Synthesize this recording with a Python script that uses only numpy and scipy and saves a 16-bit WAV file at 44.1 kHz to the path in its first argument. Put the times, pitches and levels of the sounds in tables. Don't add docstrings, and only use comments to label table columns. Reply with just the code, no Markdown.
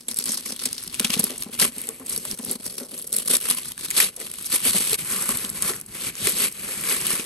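import sys
import numpy as np
from scipy import signal
from scipy.fft import rfft, irfft
from scipy.io import wavfile
from scipy.ndimage import uniform_filter1d

SR = 44100
rng = np.random.default_rng(int(sys.argv[2]) if len(sys.argv) > 2 else 0)


def gain_from_db(level_db):
    decades = np.asarray(level_db, float) / 20
    return 10 ** decades


def bounce(signal):
    frames = np.transpose(np.atleast_2d(signal))
    limited = np.clip(frames, -1, 1)
    pcm = np.round(limited * 32767).astype(np.int16)
    wavfile.write(sys.argv[1], SR, pcm)


N = 319725


def evened(x):
    return x / np.sqrt(np.mean(x ** 2) + 1e-20)


def read(points, hz):
    point_hz, value = np.transpose(points)
    return np.interp(np.log(hz + 1), np.log(point_hz + 1), value)


def follow(rows, s):
    times, *columns = np.transpose(rows)
    return [np.interp(s, times, column) for column in columns]


def slow(rate_hz):
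    return evened(signal.lfilter(*signal.butter(2, rate_hz, fs=SR), rng.standard_normal(N)))


def colour(x, points):
    gain_db = np.maximum(read(points, np.fft.rfftfreq(4096, 1 / SR)), -100)
    log_gain = np.log(gain_from_db(gain_db))
    full = np.r_[log_gain, log_gain[-2:0:-1]]
    taps = np.fft.ifft(np.exp(full - 1j * signal.hilbert(full).imag)).real[:2048]
    return signal.oaconvolve(x, taps[None] / np.linalg.norm(taps), axes=1)[:, :N]


def ring(x, hz, width_hz):
    return signal.lfilter(*signal.iirpeak(hz, hz / width_hz, SR), x)


def resonate(x, hz, width_hz):
    turn = np.exp(2j * np.pi * np.cumsum(hz) / SR)
    r = np.exp(-np.pi * width_hz / SR)
    return 2 * (turn * signal.lfilter([1 - r], [1, -r], x / turn)).real


# frequency in Hz, level in dB per Hz.
ROOM_TONE_SPECTRUM = [(22, -25), (42, 0.5), (274, -3.5), (645, -12.5), (1440, -14), (1970, -25),
                      (4650, -20), (11300, -59.5), (15000, -67)]


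def room_tone():
    return gain_from_db(-54) * colour(rng.standard_normal((2, N)), ROOM_TONE_SPECTRUM)


def room(x):
    t = np.arange(6000) / SR
    echoes = rng.choice([-1., 1.], (2, 6000)) * (rng.random((2, 6000)) < .05)
    taps = echoes * gain_from_db(-60 * t / 0.047) * (t > .003)
    taps = signal.lfilter(*signal.butter(1, 6000, fs=SR), taps)
    return signal.oaconvolve(x, taps / np.linalg.norm(taps[0]), axes=1)[:, :N]


# frequency in Hz, width in Hz, level in dB.
WALL_MODES = [(177.6, 110, -2.5), (370, 182, -2), (547, 196, -1)]
# time in seconds, drumming in dB, hollow note relative to it in dB,
# shifting on the bed in dB.
BOX_DRIVE = [
    (0, -15, 9, -24.5),
    (.85, -17.5, 12, -13.5),
    (1.9, -13, 7.5, -20),
    (2.5, -14, -2, -16),
    (3.1, -11.5, 0.5, -33),
    (3.7, -19, 3, -14.5),
    (4.2, -13, -13, -22),
    (4.5, -21, 5, -18),
    (5.5, -13.5, -29, -11.5),
    (7.25, -13, -0.5, -18),
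]


def box(push):
    drum_db, hollow_db, shift_db = follow(BOX_DRIVE, np.arange(N) / SR)
    walls = 0
    for k, (hz, width_hz, db) in enumerate(WALL_MODES):
        walls = walls + (-1) ** k * gain_from_db(db) * ring(ring(push, hz, 1.16 * width_hz), hz, 1.2 * width_hz)
    hollow = ring(ring(push, 234.0, 66), 234.0, 66)
    weight = np.sign(push) * abs(push) ** 0.56
    thud = ring(ring(weight * gain_from_db(4.3 * slow(11.0)), 110, 180), 110, 180)
    return gain_from_db(drum_db - 12.0) * (walls + gain_from_db(hollow_db) * hollow) + gain_from_db(shift_db - 5.0) * thud


# time in seconds, peak in dB, length in ms.
LID_TAPS = [(0.083, -35.5, 24), (0.19, -26, 4.3), (0.294, -27, 13), (0.523, -32, 17), (.657, -33.5, 33),
            (1.003, -24.5, 22), (1.047, -22, 15), (1.099, -23, 16), (1.168, -21, 13.5), (1.195, -19, 15.5),
            (1.237, -24.5, 19), (1.296, -34, 69), (1.463, -28.5, 18), (1.492, -33, 17), (1.623, -22.5, 14),
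            (1.771, -33, 17), (2.001, -38, 59), (2.333, -23.5, 4.7), (2.393, -28.5, 24), (2.433, -35, 22),
            (2.462, -32, 20), (2.483, -32, 22), (2.505, -32, 35), (2.554, -31, 18), (2.599, -34.5, 15),
            (2.663, -36, 19), (2.806, -33.5, 45), (2.932, -35.5, 20)]
# time in seconds, peak in dB, pitch in Hz, length in ms.
BOX_BUMPS = [(.506, -32.5, 725, 4.9), (1.878, -38.5, 450, 57), (1.896, -38.5, 1130, 18),
             (2.015, -41, 1110, 16), (2.175, -35, 457, 18), (2.25, -41, 604, 26), (2.53, -44, 517, 21),
             (2.81, -39, 551, 60), (3.308, -27, 272, 24), (4.169, -44, 668, 88), (4.207, -38.5, 470, 37),
             (4.535, -25, 274, 19), (4.656, -26, 257, 31), (4.747, -24.5, 203, 33), (4.802, -27, 252, 17),
             (4.927, -26, 432, 22), (5.128, -30.5, 254, 22), (5.19, -27.5, 1200, 10),
             (5.291, -23.5, 242, 23), (5.444, -30, 227, 13), (5.694, -30.5, 376, 38), (6.271, -25, 370, 21),
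             (6.92, -37, 270, 34), (7.137, -26.5, 280, 5.4), (7.196, -23.5, 286, 8.3)]
TAP_HZ, TAP_SAG_HZ_PER_DB, TAP_SOFT_DB = 251.5, 2.5, -34


def thumps():
    t = np.arange(4000) / SR
    out = np.zeros((2, N + 4000))
    taps = [(s, db, TAP_HZ - TAP_SAG_HZ_PER_DB * (db - TAP_SOFT_DB), ms) for s, db, ms in LID_TAPS]
    rows = taps + BOX_BUMPS
    for (s, db, hz, length_ms), noise in zip(rows, rng.standard_normal((len(rows), 2, 4000))):
        u = t * 1000 / (0.31 * length_ms)
        at = round((s - .002) * SR)
        tone = np.sin(2 * np.pi * hz * t + 3 * noise[:, :1]) * (u * np.exp(1 - u)) ** 2.76
        scuff = ring(noise, 413, 173) * np.sqrt(length_ms / 15) * np.sqrt(u) * np.exp(-u / 1.22)
        out[:, at:at + 4000] += gain_from_db(db + 5.0) * (tone + 5.76 * scuff)
    return out[:, :N]


# frequency in Hz, level in dB.
FINE_SPECTRUM = [(4000, -44), (6200, -23.5), (7500, -5), (9000, -3), (10000, -1), (10650, 3), (11300, -0.5),
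                 (12000, -10.5), (13000, -14.5), (13700, -25), (15200, -23)]


def crisp(fine):
    return colour(fine, FINE_SPECTRUM)


# frequency in Hz, level in dB.
FOLD_SPECTRUM = [(400, -16.5), (780, -7.5), (1150, -1.5), (1550, -6), (2000, -4.5), (2450, -2), (3100, -1),
                 (4500, -2.5), (5600, 1), (7000, -1), (9000, -55.5)]


def papery(broad):
    return colour(broad, FOLD_SPECTRUM)


GRAIN = 900


def creases(length_ms, hz, facet):
    noise = rng.standard_normal((len(hz), 2, 2, GRAIN))
    stutter = evened(uniform_filter1d(noise[:, :1, :1, ::-1], size=45))
    noise = noise * gain_from_db(4.0 * stutter)
    u = np.arange(GRAIN) / SR * 1000 / length_ms[:, None, None]
    fine = noise[:, 0] * np.exp(-(u / 1.07) ** 0.99) * (1 - np.exp(-u / 0.31))
    broad = noise[:, 1] * np.exp(-(u / 1.48) ** 1.23) * (1 - np.exp(-u / 0.41))
    small_hz = rng.uniform(5960, 13560, len(hz))
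    small_facets = np.array([ring(a, f, f / 4) for a, f in zip(fine, small_hz)])
    large_facets = np.array([ring(b, f, f / 3.5) for b, f in zip(broad, hz)])
    return .8 * fine + small_facets, .4 * broad + facet * large_facets


def swarm(per_s, spread_db, clump_db, clump_hz, length_ms):
    lengths_ms = length_ms * 3.5 ** rng.random(12)
    fold_hz = rng.permutation(np.geomspace(900, 6200, num=12))
    shapes = creases(lengths_ms, fold_hz, facet=0.95)
    clumps = slow(clump_hz)
    clumps = evened(clumps - uniform_filter1d(clumps, size=2500))
    size_db = spread_db * rng.exponential(1, N) + clump_db * clumps
    size = gain_from_db(np.minimum(size_db, 11))
    clicks = size * (rng.random(N) < per_s / SR) * rng.choice([-1., 1.], (2, N))
    kind = rng.integers(0, 12, N)
    sums = []
    for shape in shapes:
        sums.append(sum(signal.oaconvolve(clicks * (kind == k), burst, axes=1)[:, :N]
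                        for k, burst in enumerate(shape)))
    return [evened(x) for x in (*sums, clicks)]


# peak time in seconds,
# crumpling in dB, swell in ms, release in ms.
HAND_STROKES = [(0.0, -51, 12, 120), (.1, -36, 45, 104), (.18, -35.5, 55, 350), (0.288, -31.5, 130, 270),
                (.479, -34, 155, 184), (0.652, -33.5, 156, 115), (0.702, -38, 22, 580),
                (1.046, -35, 410, 410), (1.133, -25, 64, 84), (1.201, -28.5, 64, 54),
                (1.245, -33, 140, 320), (1.42, -40.5, 190, 175), (1.539, -34.5, 60, 100),
                (1.628, -17.5, 84, 106), (1.8, -38.5, 280, 530), (2.119, -33, 136, 260),
                (2.249, -37, 49, 270), (2.323, -34.5, 390, 81), (2.527, -33.5, 330, 94),
                (2.662, -37, 150, 440), (2.785, -34, 28, 160), (2.941, -39, 160, 630),
                (3.14, -25.5, 17, 176), (3.204, -27.5, 210, 33), (3.335, -20, 150, 93),
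                (3.445, -30, 120, 270), (3.499, -21.5, 42, 112), (3.57, -32.5, 54, 220),
                (3.7, -38, 1300, 91), (3.799, -38, 80, 630), (3.852, -30, 62, 41), (3.98, -20, 65, 170),
                (4.024, -20, 182, 116), (4.213, -36.5, 69, 210), (4.42, -39, 190, 220),
                (4.548, -20.5, 103, 64), (4.658, -19, 52, 170), (4.69, -21, 80, 70), (4.773, -19, 117, 56),
                (4.82, -23.5, 86, 69), (4.951, -26.5, 1200, 19), (4.992, -29, 30, 110),
                (5.125, -27.5, 226, 850), (5.301, -27.5, 220, 340), (5.444, -32, 250, 140),
                (5.574, -32, 130, 74), (5.624, -27.5, 12, 300), (5.695, -25, 210, 75),
                (5.755, -36, 100, 63), (5.951, -36.5, 65, 470), (6.081, -30, 320, 65),
                (6.274, -25, 204, 210), (6.441, -21, 235, 96), (6.7, -33.5, 420, 2000),
                (6.914, -25.5, 270, 370), (7.116, -26, 430, 290)]
REST_DB = -54


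def hand(t):
    pull = np.full(len(t), 10 ** (REST_DB / 50))
    for s, db, swell_ms, release_ms in HAND_STROKES:
        shape = np.interp(t, [s - swell_ms / 1000, s, s + release_ms / 1000], [0, 1, 0])
        pull = np.maximum(pull, 10 ** (db / 50) * shape)
    return 50 * np.log10(pull)


# time in seconds, pitch of its broad folds in Hz,
# broad folds relative level in dB, crackle share 0-1.
SHEET_IN_PLAY = [(0, 5130, -1, 0.76), (.8, 4300, 2, 0.91), (1.1, 3100, 1.5, 0.85), (1.65, 3160, -2, 0.8),
                 (1.95, 2680, -3.5, 0.23), (2.45, 5030, -1.5, 0.81), (3.15, 4770, -5, 0.94),
                 (3.5, 2800, -2, 0.86), (4.0, 3700, 0, 0.58), (4.3, 3600, -1.5, 0.77),
                 (4.9, 3580, -2.5, 0.55), (5.15, 1220, -2.5, 0.49), (5.82, 1190, -1.5, 0.55),
                 (6.2, 3600, 1, 0.26), (6.43, 3080, -2, 0.4), (6.65, 2230, -1, 0.3), (7.25, 2140, -1, 0.67)]


def rustle():
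    t = np.arange(N) / SR
    work_db = hand(t)
    fold_hz, fold_db, share = follow(SHEET_IN_PLAY, t)
    share = np.clip(share, 0, 1)
    crackle = swarm(per_s=700, spread_db=3.0, clump_db=4.5, clump_hz=60.5, length_ms=0.5)
    hiss = swarm(per_s=5000, spread_db=-0.5, clump_db=1.06, clump_hz=44, length_ms=0.32)
    fine, broad, push = (share * a + np.sqrt(1 - share ** 2) * b for a, b in zip(crackle, hiss))
    broad = broad + .9 * resonate(broad, fold_hz * 1.18 ** slow(7), 1300)
    taut = np.clip((fold_hz - 2200) / 4500, 0, 1)
    broad = broad - taut * signal.lfilter(*signal.butter(1, 1800, fs=SR), broad)
    push_gain = gain_from_db(0.79 * (work_db + 37.5))
    return gain_from_db(work_db + 6.0) * fine, gain_from_db(work_db + fold_db) * broad, push_gain * push


# time
# in seconds, peak in dB, broad folds relative level in dB, fold pitch in Hz, length in ms.
CRACKS = [(0.0076, -27.5, -3.5, 4740, 3.9), (0.083, -11, -8, 3520, 2.7),
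          (0.113, -10, -7.5, 4870, 2.5), (0.1437, -13.5, -9, 6120, 0.66),
          (0.161, -15, -13, 5250, 2.6), (0.1695, -8, -15, 4930, 2.7), (0.187, -3, -10.5, 4200, 1.06),
          (0.198, -14, -4, 5160, 2), (0.2227, -16, -4, 5000, 3.5), (0.24, -8, -8, 5040, 1.9),
          (0.256, -7.5, -12, 5060, 4.4), (0.29, -11, -3.5, 6480, 3.9), (0.318, -6.5, -9, 6160, 8),
          (0.3409, -9.5, -5.5, 4970, 6.7), (0.3728, -13.5, -2, 4740, 0.98),
          (0.374, -11.5, -6.5, 6480, 2.5), (0.407, -19, -7, 4240, 1.5), (0.5216, -15.5, 0, 5060, 2.2),
          (0.5626, -18, -7, 3230, 1.7), (0.5929, -18.5, 0.5, 4240, 3), (0.599, -16.5, 1, 5060, 1),
          (0.6378, -13, -3, 4010, 0.83), (0.6545, -4.5, -5.5, 4530, 4.6),
          (0.729, -8.5, -5.5, 4900, 1.16), (0.7806, -19, 9.5, 5030, 0.47),
          (0.8282, -19, -12, 5380, 1.9), (0.8377, -15, -12, 5660, 1), (0.8765, -14.5, -5, 4870, 1.05),
          (0.9435, -8.5, -7.5, 2970, 0.73), (0.949, -15, -10, 2710, 2.7),
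          (0.996, -2.5, 0, 3100, 1.4), (1.0005, -4, -10, 4000, 1.8), (1.0453, -2.5, -1, 3120, 3.2),
               (1.0717, -21, 5, 3430, 1), (1.1017, -6.5, -3, 3060, 2.8), (1.137, -7, 1, 3050, 3),
               (1.193, -1.5, -10, 5800, 4.1), (1.2026, -8, -19, 5940, 2.2), (1.24, 0.5, -12, 4820, 2.2),
               (1.379, -16, -9, 6480, 1.7), (1.4051, -16, -22, 6480, 4.3), (1.4221, -13, -3, 4330, 1.7),
               (1.433, -14.5, -8, 3600, 1.5), (1.5963, -2, -4, 4130, 4.4), (1.6225, -7.5, 1, 1950, 3.9),
               (1.7828, -10, -13.5, 2650, 1.4), (1.8149, -12, -21, 3680, 2.2), (1.871, -14, -20, 3660, 1.2),
               (1.8893, -4.5, -17, 3810, 0.7), (1.997, -24, -10, 900, 1.3), (2.062, -18, -12.0, 6140, 1.1),
               (2.0677, -15.5, -13, 5340, 0.62), (2.095, -10, -13, 5990, 2.8),
               (2.1246, -13, -6.5, 5620, 5.4), (2.162, -9, -9.0, 4310, 1.8), (2.177, -6, -13, 5450, 1.8),
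               (2.2508, -10.5, -8, 900, 1.6), (2.3115, -10, -4.5, 5200, 1.5),
               (2.3873, -16.5, -7, 2870, 3.6), (2.448, -11, -29, 4740, 1.4), (2.512, -6.5, -27, 5300, 1.7),
               (2.531, -13, -19, 6480, 1.4), (2.6566, -9.5, -10, 5340, 8.3), (2.7876, -22, -0.5, 4370, 1.6),
          (2.978, -16.5, -7, 5730, 0.99), (2.9892, -15, -21, 6460, 1), (3.016, -19, -14, 5940, 1.5),
              (3.023, -15.5, -11, 4460, 2), (3.0697, -18, -16, 5600, 1.5), (3.0749, -13, -14, 5250, 0.63),
              (3.128, -1, -16.5, 3900, 1.1), (3.1382, -8, -23, 5000, 1), (3.164, -1, -19, 4430, 1.8),
              (3.1858, -0.5, -18, 4000, 0.52), (3.2759, -4.5, -12, 5100, 1.9), (3.2797, -11, -9, 5530, 2.2),
              (3.3088, 0, -9.5, 3900, 5.8), (3.3291, -10, -8, 3860, 1), (3.3498, -3, -3.5, 3700, 2.55),
              (3.3666, -3, -12.5, 4480, 1.28), (3.411, -11.5, -10.5, 2820, 1.3), (3.5, -1, -10, 3730, 2.1),
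              (3.6826, -17, -15, 4260, 2.2), (3.7078, -22, -9, 970, 5), (3.7188, -16, -5, 3780, 0.88),
              (3.7784, -13, -7.0, 1750, 0.72), (3.8468, -13, -17, 6400, 3.2),
              (3.9044, -8.5, -6.5, 2770, 1.6), (3.9105, -6, -4.5, 2050, 0.62), (3.9738, -4, -5, 3820, 4.8),
              (4.0014, 1, -4, 2230, 2.3), (4.163, -19, -7.5, 5750, 2.3), (4.1998, -16, -14.0, 5200, 2.2),
              (4.2135, -19, -4, 1990, 1.8), (4.263, -19.5, -0.5, 2460, 4.2), (4.314, -14, -15, 2710, 1.4),
              (4.3382, -15, -7, 1910, 1.14), (4.387, -23, -6, 3000, 1), (4.4251, -14.5, -20.5, 4260, 1.1),
              (4.453, -13.5, -9, 5710, 10),
          (4.5422, -8, -12, 2960, 2.2), (4.5566, -1.5, -14, 2120, 1.54), (4.6385, -20, -14.5, 3800, 1),
               (4.6518, -4, -16, 3830, 0.77), (4.695, -13, -4, 3660, 1.7), (4.7811, -3.5, -9, 4040, 2.5),
               (4.8505, -8.5, -9, 2730, 1.4), (4.896, -6, -7, 3770, 1.2), (4.931, -2, -7, 3730, 1.5),
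               (4.9418, -8, -1.5, 3830, 2.8), (4.993, -22, -1, 4410, 1.3), (5.0064, -20, -12, 3000, 1),
               (5.0463, -18.5, -11, 1080, 2.1), (5.1206, -12, -7, 5990, 3.1), (5.2224, -9, -13, 5840, 2.1),
               (5.291, -3, -8, 1090, 1.2), (5.3713, -9.5, -10, 3140, 1.7), (5.385, -16, -7, 3190, 0.8),
               (5.447, -14.5, 0, 3240, 1.6), (5.4928, -13.5, -11, 4940, 2), (5.5004, -5, -33, 6480, 0.8),
               (5.6225, -1, -12, 5230, 1.94), (5.696, -14, 2, 1850, 1.8), (5.735, -23.5, 7, 2000, 0.87),
               (5.7627, -14, -13, 6380, 2.7), (5.8006, -22, -11, 6540, 0.74),
               (5.8125, -15.5, -11, 6740, 0.42), (5.862, -21.5, -15, 5340, 1.4),
               (6.1535, -19, 0, 6500, 0.87), (6.2703, -0.5, -7.5, 1960, 1.9), (6.2947, -3, -22, 3420, 1.5),
               (6.32, -11, -9, 3500, 3), (6.385, -9, -14, 3000, 1.1), (6.524, -17, -8, 5560, 1.8),
               (6.809, -12.5, -9, 1460, 2.3), (6.924, -6, -10, 2460, 1.6), (7.013, -13, -5, 4930, 1.4),
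               (7.0674, -2.5, -9, 3340, 1.2), (7.1954, -15.5, 1, 1980, 2.6)]


def snaps():
    rows = CRACKS
    s, db, fold_db, hz, length_ms = np.transpose(rows)
    fine, broad = creases(np.clip(1.23 * length_ms, .4, 12), hz, facet=1.4)
    starts = np.round((s - length_ms / 6000) * SR).astype(int)
    out = np.zeros((2, N + 2 * GRAIN))
    for part, radiate, peak_db in ((fine, crisp, db + 2.0), (broad, papery, db + fold_db + 2.0)):
        heard = radiate(part.reshape(-1, GRAIN))[:, :2 * GRAIN].reshape(len(s), 2, -1)
        heard = heard * (gain_from_db(peak_db) / abs(heard[:, 0]).max(1))[:, None, None]
        for k, at in enumerate(starts):
            out[:, at:at + 2 * GRAIN] += heard[k]
    return out[:, :N]


# frequency in Hz, likeness 0-1.
PORT_LIKENESS = [(300, .985), (780, .8), (1100, .94), (1550, .58), (1950, .86), (2900, .35), (3900, .72),
                 (5000, .25), (6500, .68), (7100, .52), (8400, .96), (10300, .99), (12200, .96),
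                 (13000, .72)]
# frequency in Hz, lead of the left port in radians.
PORT_LEAD = [(100, 0), (1300, .35), (1700, -.4), (2600, 2.0), (3800, 0), (5200, 1.3), (6500, 0),
             (7400, 1.3), (8600, 0), (10250, -3.14), (12000, -6.3), (13300, -9.2), (15100, -12.5)]
# frequency in Hz, left over right in dB.
PORT_BALANCE = [(300, 1.9), (550, 4), (1400, 3.7), (2200, 0.64), (3300, 5.6), (4500, 0.29), (7000, 3.6),
                (9500, 0.1)]


def ports(pair):
    hz = np.fft.rfftfreq(N, 1 / SR)
    first, second = rfft(pair)
    same = np.clip(read(PORT_LIKENESS, hz), 0, 1)
    shifted = first * np.exp(-1j * read(PORT_LEAD, hz))
    right = (same * shifted + np.sqrt(1 - same ** 2) * second) / gain_from_db(read(PORT_BALANCE, hz))
    return np.array([pair[0], irfft(right, N)])


def scene():
    fine, broad, push = rustle()
    near = crisp(fine) + papery(broad) + box(push) + snaps() + thumps()
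    return ports(near + gain_from_db(-18.5) * room(near) + room_tone())


def band_limit(x):
    return signal.sosfilt(signal.butter(12, 17040, fs=SR, output="sos"), x)


def record(dry):
    held = signal.oaconvolve(np.tanh(0.57 * dry), signal.firwin(255, 15900, fs=SR)[None], "same")
    hz, _, z = signal.stft(held, SR, nperseg=1024)
    power = uniform_filter1d((held ** 2).mean(0), 40)
    padded = np.pad(power, (512, 1024))
    frames = np.lib.stride_tricks.sliding_window_view(padded, 1024)[::512][:z.shape[-1]]
    level_db = 10 * np.log10(abs(frames.mean(1)) + 1e-14)
    crest_db = uniform_filter1d(10 * np.log10(frames.max(1) + 1e-14) - level_db, size=3)
    top = hz > 13100
    need_db = 7.0 + 0.035 * (level_db + 25.0) + 1.0 * (hz[top, None] < 14300)
    z[:, top] *= np.clip((crest_db - need_db) / 0.45, 0, 1)
    finished = signal.istft(z, SR, nperseg=1024)[1][:, :N]
    return band_limit(finished)


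dry = scene()
out = record(dry)
bounce(out)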